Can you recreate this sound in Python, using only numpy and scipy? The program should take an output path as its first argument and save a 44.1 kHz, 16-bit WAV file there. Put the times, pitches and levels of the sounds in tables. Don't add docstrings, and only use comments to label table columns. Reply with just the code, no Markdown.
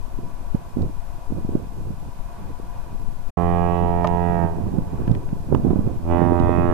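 import sys
import numpy as np
from scipy import signal
from scipy.fft import rfft, irfft
from scipy.io import wavfile
from scipy.ndimage import uniform_filter1d

SR = 44100
rng = np.random.default_rng(int(sys.argv[2]) if len(sys.argv) > 2 else 0)


def wrap_up_sound(samples):
    columns = np.atleast_2d(samples).T
    tamed = np.clip(columns, -1, 1)
    steps = np.round(tamed * 32767).astype(np.int16)
    wavfile.write(sys.argv[1], SR, steps)


N = 296793
TIME_S = np.arange(N) / SR

# frequency in Hz, relative density in dB.
DRONE_SPECTRUM = [(30, 7), (100, 1.5), (170, -5), (400, -10), (500, -3.5), (600, -1), (850, 0), (1140, -4),
                  (1260, -11), (1500, -9.5), (1900, -17.5), (2800, -22), (4000, -30), (8000, -52)]
# centre in Hz, width in Hz, lift in dB.
DRONE_RESONANCES = [(570, 55, 2.6), (692, 41, 9.9), (986.4, 55, 11.8), (1138, 37, 5.9), (1485, 140, 2.8),
                    (2483, 99, 11.4)]
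# time in seconds, level in dB.
DRONE_LEVELS = [(0, -45), (1.8, -44.5), (2.5, -45), (3.3, -44.5), (5.0, -45), (6.73, -43.5)]

# frequency in Hz, relative density in dB.
FLUTTER_SPECTRUM = [(15, -19), (40, -3.5), (80, 3), (125, 1.5), (210, -5), (350, -9.5), (500, -16),
                    (800, -27), (1300, -38.5), (2500, -65), (6000, -73)]
RUMBLE_SPECTRUM = [(3, -6.5), (10, -3), (20, -10), (40, -16), (65, -30), (110, -53), (250, -54), (800, -82)]
HISS_SPECTRUM = [(100, -1), (3000, 3), (5000, 2.5), (8000, 1), (14000, -0.5)]
# start in seconds, hold in seconds, level in dB.
GUSTS = [(0.185, .02, -32.5), (.772, .06, -19.5), (1.307, .06, -23.5), (1.44, 0.16, -29),
         (1.786, 0.13, -31), (2.022, .05, -32), (2.38, 0.12, -38.5), (2.898, 0.15, -35.5), (3.81, .02, -25),
         (4.3, 0.14, -23), (4.57, 0.16, -24.5), (4.747, 0.027, -19), (4.93, .12, -24.5),
         (5.095, 0.054, -20.5), (5.518, 0.079, -16), (5.636, .26, -18), (6.122, 0.6, -21)]
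# centre in seconds, envelope peak in dB, frequency in Hz.
RIGHT_EDDIES = [(.19, -14, 234), (.549, -2, 174), (.771, -6, 210), (.81, -11, 220), (1.324, -8, 204),
                (1.45, -11.5, 197), (1.492, -9, 260), (1.554, 0, 240), (1.907, -14, 170), (4.669, -9, 187),
                (4.74, -10.5, 239), (4.786, -2, 174), (5.08, -5, 172), (5.115, 0, 138), (5.331, -6.5, 167),
                (5.526, 0, 374), (5.548, 2, 276), (5.65, -0.5, 245), (5.67, -3.5, 261), (5.707, -1, 212),
                (5.733, -2.5, 213), (5.76, -3.5, 205), (5.793, -3.5, 196), (5.876, -7.5, 254),
                (6.219, -2, 307), (6.323, -1.5, 283), (6.404, -4, 166), (6.494, -1, 330)]
LEFT_EDDIES = [(2.505, -21.5, 330), (2.6, -19.5, 344), (3.292, -24.5, 160)]

# start in seconds, peak in dB, band in Hz, T60 in seconds, left over right in dB.
SHARP_TICKS = [(.819, -40.5, 4800, .02, -6), (4.044, -28.5, 2250, 0.036, -1),
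               (4.0731, -25, 4400, 0.0039, 3), (4.072, -21.5, 1690, 0.011, 1), (5.077, -31, 1500, .026, 0),
               (5.116, -36, 5000, 0.0043, -9), (5.15, -30.5, 1970, 0.017, 5), (5.29, -37, 1800, 0.017, 0),
               (5.548, -18, 1100, 0.012, -13), (5.706, -29, 744, 0.019, -9), (6.398, -30, 2770, 0.012, -3)]
# frequency in Hz, relative level in dB, T60 in seconds.
BODY_MODES = [(626, 3.5, 0.041), (776, -17, .03), (897, -5, 0.048), (1033, 0, .035), (1214, -2, 0.032),
              (1810, -19, 0.045), (2235, -19, 0.019), (3200, -37, 0.04)]

# valve opening, attack and valve closing in seconds, base level in dB,
# opening surge in dB, surge length in seconds.
BLASTS = [(3.314, 0.0296, 4.44, -23, 2.5, 0.46), (5.955, .163, 6.9, -22, 2, 0.13)]
# harmonic number, relative level in dB.
HORN_PARTIALS = [
    [(1, 2), (2, 4.5), (3, -7.5), (4, -5.5), (5, -4), (6, -9), (7, -8.5), (8, 0), (9, -2.5), (10, -2),
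     (11, 1), (12, -4.5), (13, -8), (14, -16.5), (15, -17), (16, -28), (17, -28), (18, -29), (19, -24),
     (20, -32.5), (21, -26), (22, -24.5), (23, -28.5), (24, -45), (25, -35), (26, -36), (27, -32),
     (28, -33.5), (29, -36), (30, -36.5)],
    [(1, 3), (2, -1.5), (3, 2), (4, 1.5), (5, -5.5), (6, -11), (7, -1.5), (8, -7), (9, -6), (10, -9.5),
     (11, -8.5), (12, -12.5), (13, -10), (14, -14.5), (15, -15.5), (16, -20), (17, -25), (18, -22),
     (19, -22), (20, -25), (21, -20.5), (22, -24.5), (23, -25.5), (24, -30), (25, -30), (26, -44),
     (27, -33.5), (28, -35.5), (29, -30), (30, -36)],
]
# time in seconds, centre in Hz, depth in dB (negative lifts).
ICE_NOTCHES = [
    [(3.4, 957, 16), (3.6, 979, 17), (3.85, 996, 12), (4.15, 1136, 23), (4.3, 1067, 31), (4.5, 1056, 12)],
    [(6.1, 1860, 18), (6.22, 1790, -5), (6.45, 1700, 12), (6.73, 1695, -2)],
]
# time in seconds, level in dB (used less its mean).
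UPPER_MID_DRIFT = [
    [(3.41, -40), (3.8, -42.5), (3.95, -41.9), (4.16, -39), (4.35, -35)],
    [(6.16, -37.2), (6.32, -38), (6.5, -33), (6.69, -32.5)],
]
TREBLE_DRIFT = [
    [(3.41, -50.5), (3.7, -43), (3.98, -47), (4.27, -44.5), (4.42, -50)],
    [(6.16, -40.5), (6.34, -50.3), (6.58, -39), (6.69, -45)],
]

HORN_HZ = 86.74
DROPOUT_START_S, DROPOUT_END_S = 3.306, 3.371


def undb(db):
    return 10 ** (np.asarray(db) / 20)


def curves(table):
    times_s, *columns = np.transpose(table)
    return [np.interp(TIME_S, times_s, column) for column in columns]


def noise(spectrum, resonances=()):
    bins_hz = np.fft.rfftfreq(N, 1 / SR) + 1e-3
    hz, db = np.transpose(spectrum)
    shape_db = np.interp(np.log(bins_hz), np.log(hz), db)
    for centre_hz, width_hz, lift_db in resonances:
        shape_db += lift_db / (1 + (2 * (bins_hz - centre_hz) / width_hz) ** 2)
    shaped = irfft(rfft(rng.standard_normal(N)) * undb(shape_db), N)
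    return shaped / shaped.std()


def wander(rate_hz):
    steps = rng.standard_normal(2048)
    ramps = np.interp(TIME_S * rate_hz, np.arange(len(steps)), steps)
    return 1.3 * uniform_filter1d(ramps, int(SR / rate_hz / 2) + 1)


def add(track, start_s, sound):
    i = int(start_s * SR)
    track[i:i + len(sound)] += sound[:N - i]


def machinery(shared_power=0.32, swell_db=1.3):
    level_db, = curves(DRONE_LEVELS)
    common, *sides = (noise(DRONE_SPECTRUM, DRONE_RESONANCES) for _ in range(3))
    drone = np.sqrt(shared_power) * common + np.sqrt(1 - shared_power) * np.array(sides)
    return undb(level_db + swell_db * wander(5)) * drone


def airflow_db(attack_s=0.013, release_s=0.048, unsteady_db=1.43):
    breeze_db = np.where(TIME_S < DROPOUT_START_S, -39.5, -31)
    power = undb(breeze_db) ** 2
    for start_s, hold_s, db in GUSTS:
        before = np.maximum(start_s - TIME_S, 0) / attack_s
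        after = np.maximum(TIME_S - start_s - hold_s, 0) / release_s
        power += (undb(db) * np.exp(-np.minimum(before + after, 20))) ** 2
    return 10 * np.log10(power) + unsteady_db * wander(18)


def small_eddies(flow_db, rate_hz=20, over_flow_db=7.5, scatter_db=1.5, centre_hz=175, spread_oct=0.27):
    gaps, sizes, pitches = rng.standard_normal((400, 3)).T
    times_s = .05 + np.cumsum(abs(gaps)) * np.sqrt(np.pi / 2) / rate_hz
    lifts_db = over_flow_db + scatter_db * np.tanh(sizes)
    pitches_hz = centre_hz * 2 ** (spread_oct * pitches)
    return [(at_s, flow_db[int(at_s * SR)] + lift_db, hz)
            for at_s, lift_db, hz in zip(times_s, lifts_db, pitches_hz) if at_s < TIME_S[-1]]


def eddy_thumps(eddies, width_cycles=0.56, rasp_db=-19.5, rasp_t60_s=0.057, rasp_hz=(310, 756.4)):
    out, t = np.zeros(N), np.arange(-SR // 50, SR // 50) / SR
    band = signal.butter(3, rasp_hz, "band", fs=SR, output="sos")
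    for (at_s, db, hz), white in zip(eddies, rng.standard_normal((512, len(t)))):
        swing = np.sin(2 * np.pi * hz * t) / (1 + (hz * t / width_cycles) ** 2) ** 2.3
        add(out, at_s + t[0], undb(db) * swing)
        rasp = signal.sosfilt(band, white * undb(-60 * (t - t[0]) / rasp_t60_s))
        add(out, at_s - .5 / hz, undb(1.22 * db + rasp_db) * rasp / abs(rasp).max())
    return out


def wind(ragged_db=2.5, leak_db=-31, left_flutter_db=-27, left_rumble_db=-24, right_rumble_db=-42):
    flow_db = airflow_db()
    ragged = undb(ragged_db * wander(70))
    flutter = noise(FLUTTER_SPECTRUM) * ragged / np.sqrt(np.mean(ragged ** 2))
    heave = undb(.02 * (flow_db - flow_db.mean()))
    left = undb(left_rumble_db) * heave * noise(RUMBLE_SPECTRUM)
    left += undb(flow_db + left_flutter_db) * noise(FLUTTER_SPECTRUM)
    left += eddy_thumps(LEFT_EDDIES)
    right_rumble = undb(right_rumble_db) * heave * noise(RUMBLE_SPECTRUM)
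    right = undb(flow_db) * flutter + eddy_thumps(RIGHT_EDDIES + small_eddies(flow_db))
    return np.array([left + undb(leak_db) * right, right + right_rumble])


def ticks_and_knock(knock_s=4.041, knock_db=-10, contact_s=0.0072):
    out, t = np.zeros((2, N)), np.arange(SR // 8) / SR
    ring = sum(undb(db - 60 * abs(t - contact_s) / t60_s) * np.sin(2 * np.pi * (hz * t + rng.random()))
               for hz, db, t60_s in BODY_MODES)
    knock = ring * np.minimum(t / contact_s, 1) ** 2
    for side, sign in zip(out, (1, -1)):
        add(side, knock_s, undb(knock_db) * knock / abs(knock).max())
        for start_s, db, hz, t60_s, pan_db in SHARP_TICKS:
            band = signal.butter(1, [hz / 2, hz * 1.24], "band", fs=SR, output="sos")
            burst = rng.standard_normal(len(t)) * undb(-60 * t / t60_s)
            tick = signal.sosfilt(np.vstack([band, band]), burst)
            add(side, start_s, undb(db + sign * pan_db / 2) * tick / abs(tick).max())
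    return out


def valve(open_s, attack_s, close_s, base_db, surge_db, surge_s):
    since_full_s = TIME_S - open_s - attack_s
    build_loss_db = 42.5 * np.clip(-since_full_s / attack_s, 0, 1)
    drain_loss_db = 147 * np.clip(TIME_S - close_s, 0, 1)
    lift_db = surge_db * np.exp(-(since_full_s / surge_s) ** 4)
    level_db = base_db + lift_db - build_loss_db - drain_loss_db
    tilt_db_per_oct = -0.23 * build_loss_db - 0.13 * drain_loss_db
    scoop_hz = 0.98 * np.exp(np.minimum(-since_full_s / (0.28 * attack_s), 1))
    sag_hz = 17 * np.clip(TIME_S - close_s + .135, 0, .5)
    return HORN_HZ - scoop_hz - sag_hz, level_db, tilt_db_per_oct


def band_drift_db(curve, hz, centre_hz, width_oct, offset_db):
    times_s, db = np.transpose(curve)
    weight = np.exp(-(np.log2(hz / centre_hz) / width_oct) ** 2)
    return weight * np.interp(TIME_S, times_s, db - db.mean() + offset_db)


def air_rasp(phase, level_db, rasp_db=-29):
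    opening = ((1 + np.cos(phase)) / 2) ** 2
    hiss = noise([(200, -10), (800, -8), (1500, 0), (2800, -10), (4000, -27), (8000, -54.5)])
    return undb(level_db + rasp_db) * opening * hiss


def horn_blast(blast, partials, ice_notch, upper_mid, treble,
               notch_width_hz=130, solo_fade_db=3, group_fade_db=1.5, smear_rad=1.07, smear_s=0.001342):
    open_s, _, close_s, *_ = blast
    on = (TIME_S > open_s) & (TIME_S < close_s + .5)
    pitch_hz, level_db, tilt_db_per_oct = valve(*blast)
    notch_hz, depth_db = curves(ice_notch)
    phase = 2 * np.pi * np.cumsum(pitch_hz * (1 + 0.0012 * wander(45))) / SR
    partials_db = np.array(partials)[:, 1]
    top_db = partials_db[-4:].mean() - 4 - 0.9 * np.arange(1, 17)
    groups = [wander(5)[on] for _ in range(16)]
    out = np.zeros(N)
    for k, partial_db in enumerate(np.r_[partials_db, top_db], 1):
        hz = k * pitch_hz[on]
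        source_db = partial_db + level_db[on] + tilt_db_per_oct[on] * np.log2(k / 8)
        exposure = min(k / 22, 1)
        fade_db = exposure * (solo_fade_db * wander(8)[on] + group_fade_db * exposure * groups[k // 3])
        notch_db = depth_db[on] / (1 + (2 * (hz - notch_hz[on]) / notch_width_hz) ** 2)
        drift_db = band_drift_db(upper_mid, k * HORN_HZ, centre_hz=1630, width_oct=0.45, offset_db=0.5)
        drift_db += band_drift_db(treble, k * HORN_HZ, centre_hz=2700, width_oct=0.32, offset_db=2)
        lag_rad = smear_rad * np.sin(2 * np.pi * hz * smear_s) + 0.6 * exposure * wander(9)[on]
        out[on] += undb(source_db + drift_db[on] - notch_db + fade_db) * np.cos(k * phase[on] + lag_rad)
    return out + on * air_rasp(phase, level_db + tilt_db_per_oct)


def shore_echo(direct, delay_s=.06, t60_s=5.3, length_s=2, cutoff_hz=1300):
    t = np.arange(length_s * SR) / SR
    tail = rng.standard_normal(len(t)) * undb(-60 * t / t60_s) * (t > delay_s)
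    lowpass = signal.butter(1, cutoff_hz, fs=SR, output="sos")
    tail = signal.sosfilt(lowpass, tail / np.linalg.norm(tail))
    return signal.fftconvolve(direct, tail)[:N]


def air_horn(left_db=-22, left_echo_db=-26, right_echo_db=-14.5):
    blasts = zip(BLASTS, HORN_PARTIALS, ICE_NOTCHES, UPPER_MID_DRIFT, TREBLE_DRIFT)
    direct = sum(horn_blast(*parts) for parts in blasts)
    right = direct + undb(right_echo_db) * shore_echo(direct)
    left = undb(left_db) * direct + undb(left_echo_db) * shore_echo(direct)
    return np.array([left, right])


def scene():
    return air_horn() + machinery() + wind() + ticks_and_knock()


def record(dry, hiss_db=-56.5, cutoff_hz=14350):
    noisy = dry + undb(hiss_db) * np.array([noise(HISS_SPECTRUM), noise(HISS_SPECTRUM)])
    rounded = noisy / (1 + noisy ** 4) ** (1 / 4)
    edges_s = [DROPOUT_START_S - .008, DROPOUT_START_S, DROPOUT_END_S, DROPOUT_END_S + .0005]
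    gate = np.interp(TIME_S, edges_s, [1, 0, 0, 1])
    lowpass = signal.ellip(12, .1, 80, cutoff_hz, fs=SR, output="sos")
    return signal.sosfilt(lowpass, gate * rounded)


dry = scene()
out = record(dry)
wrap_up_sound(out)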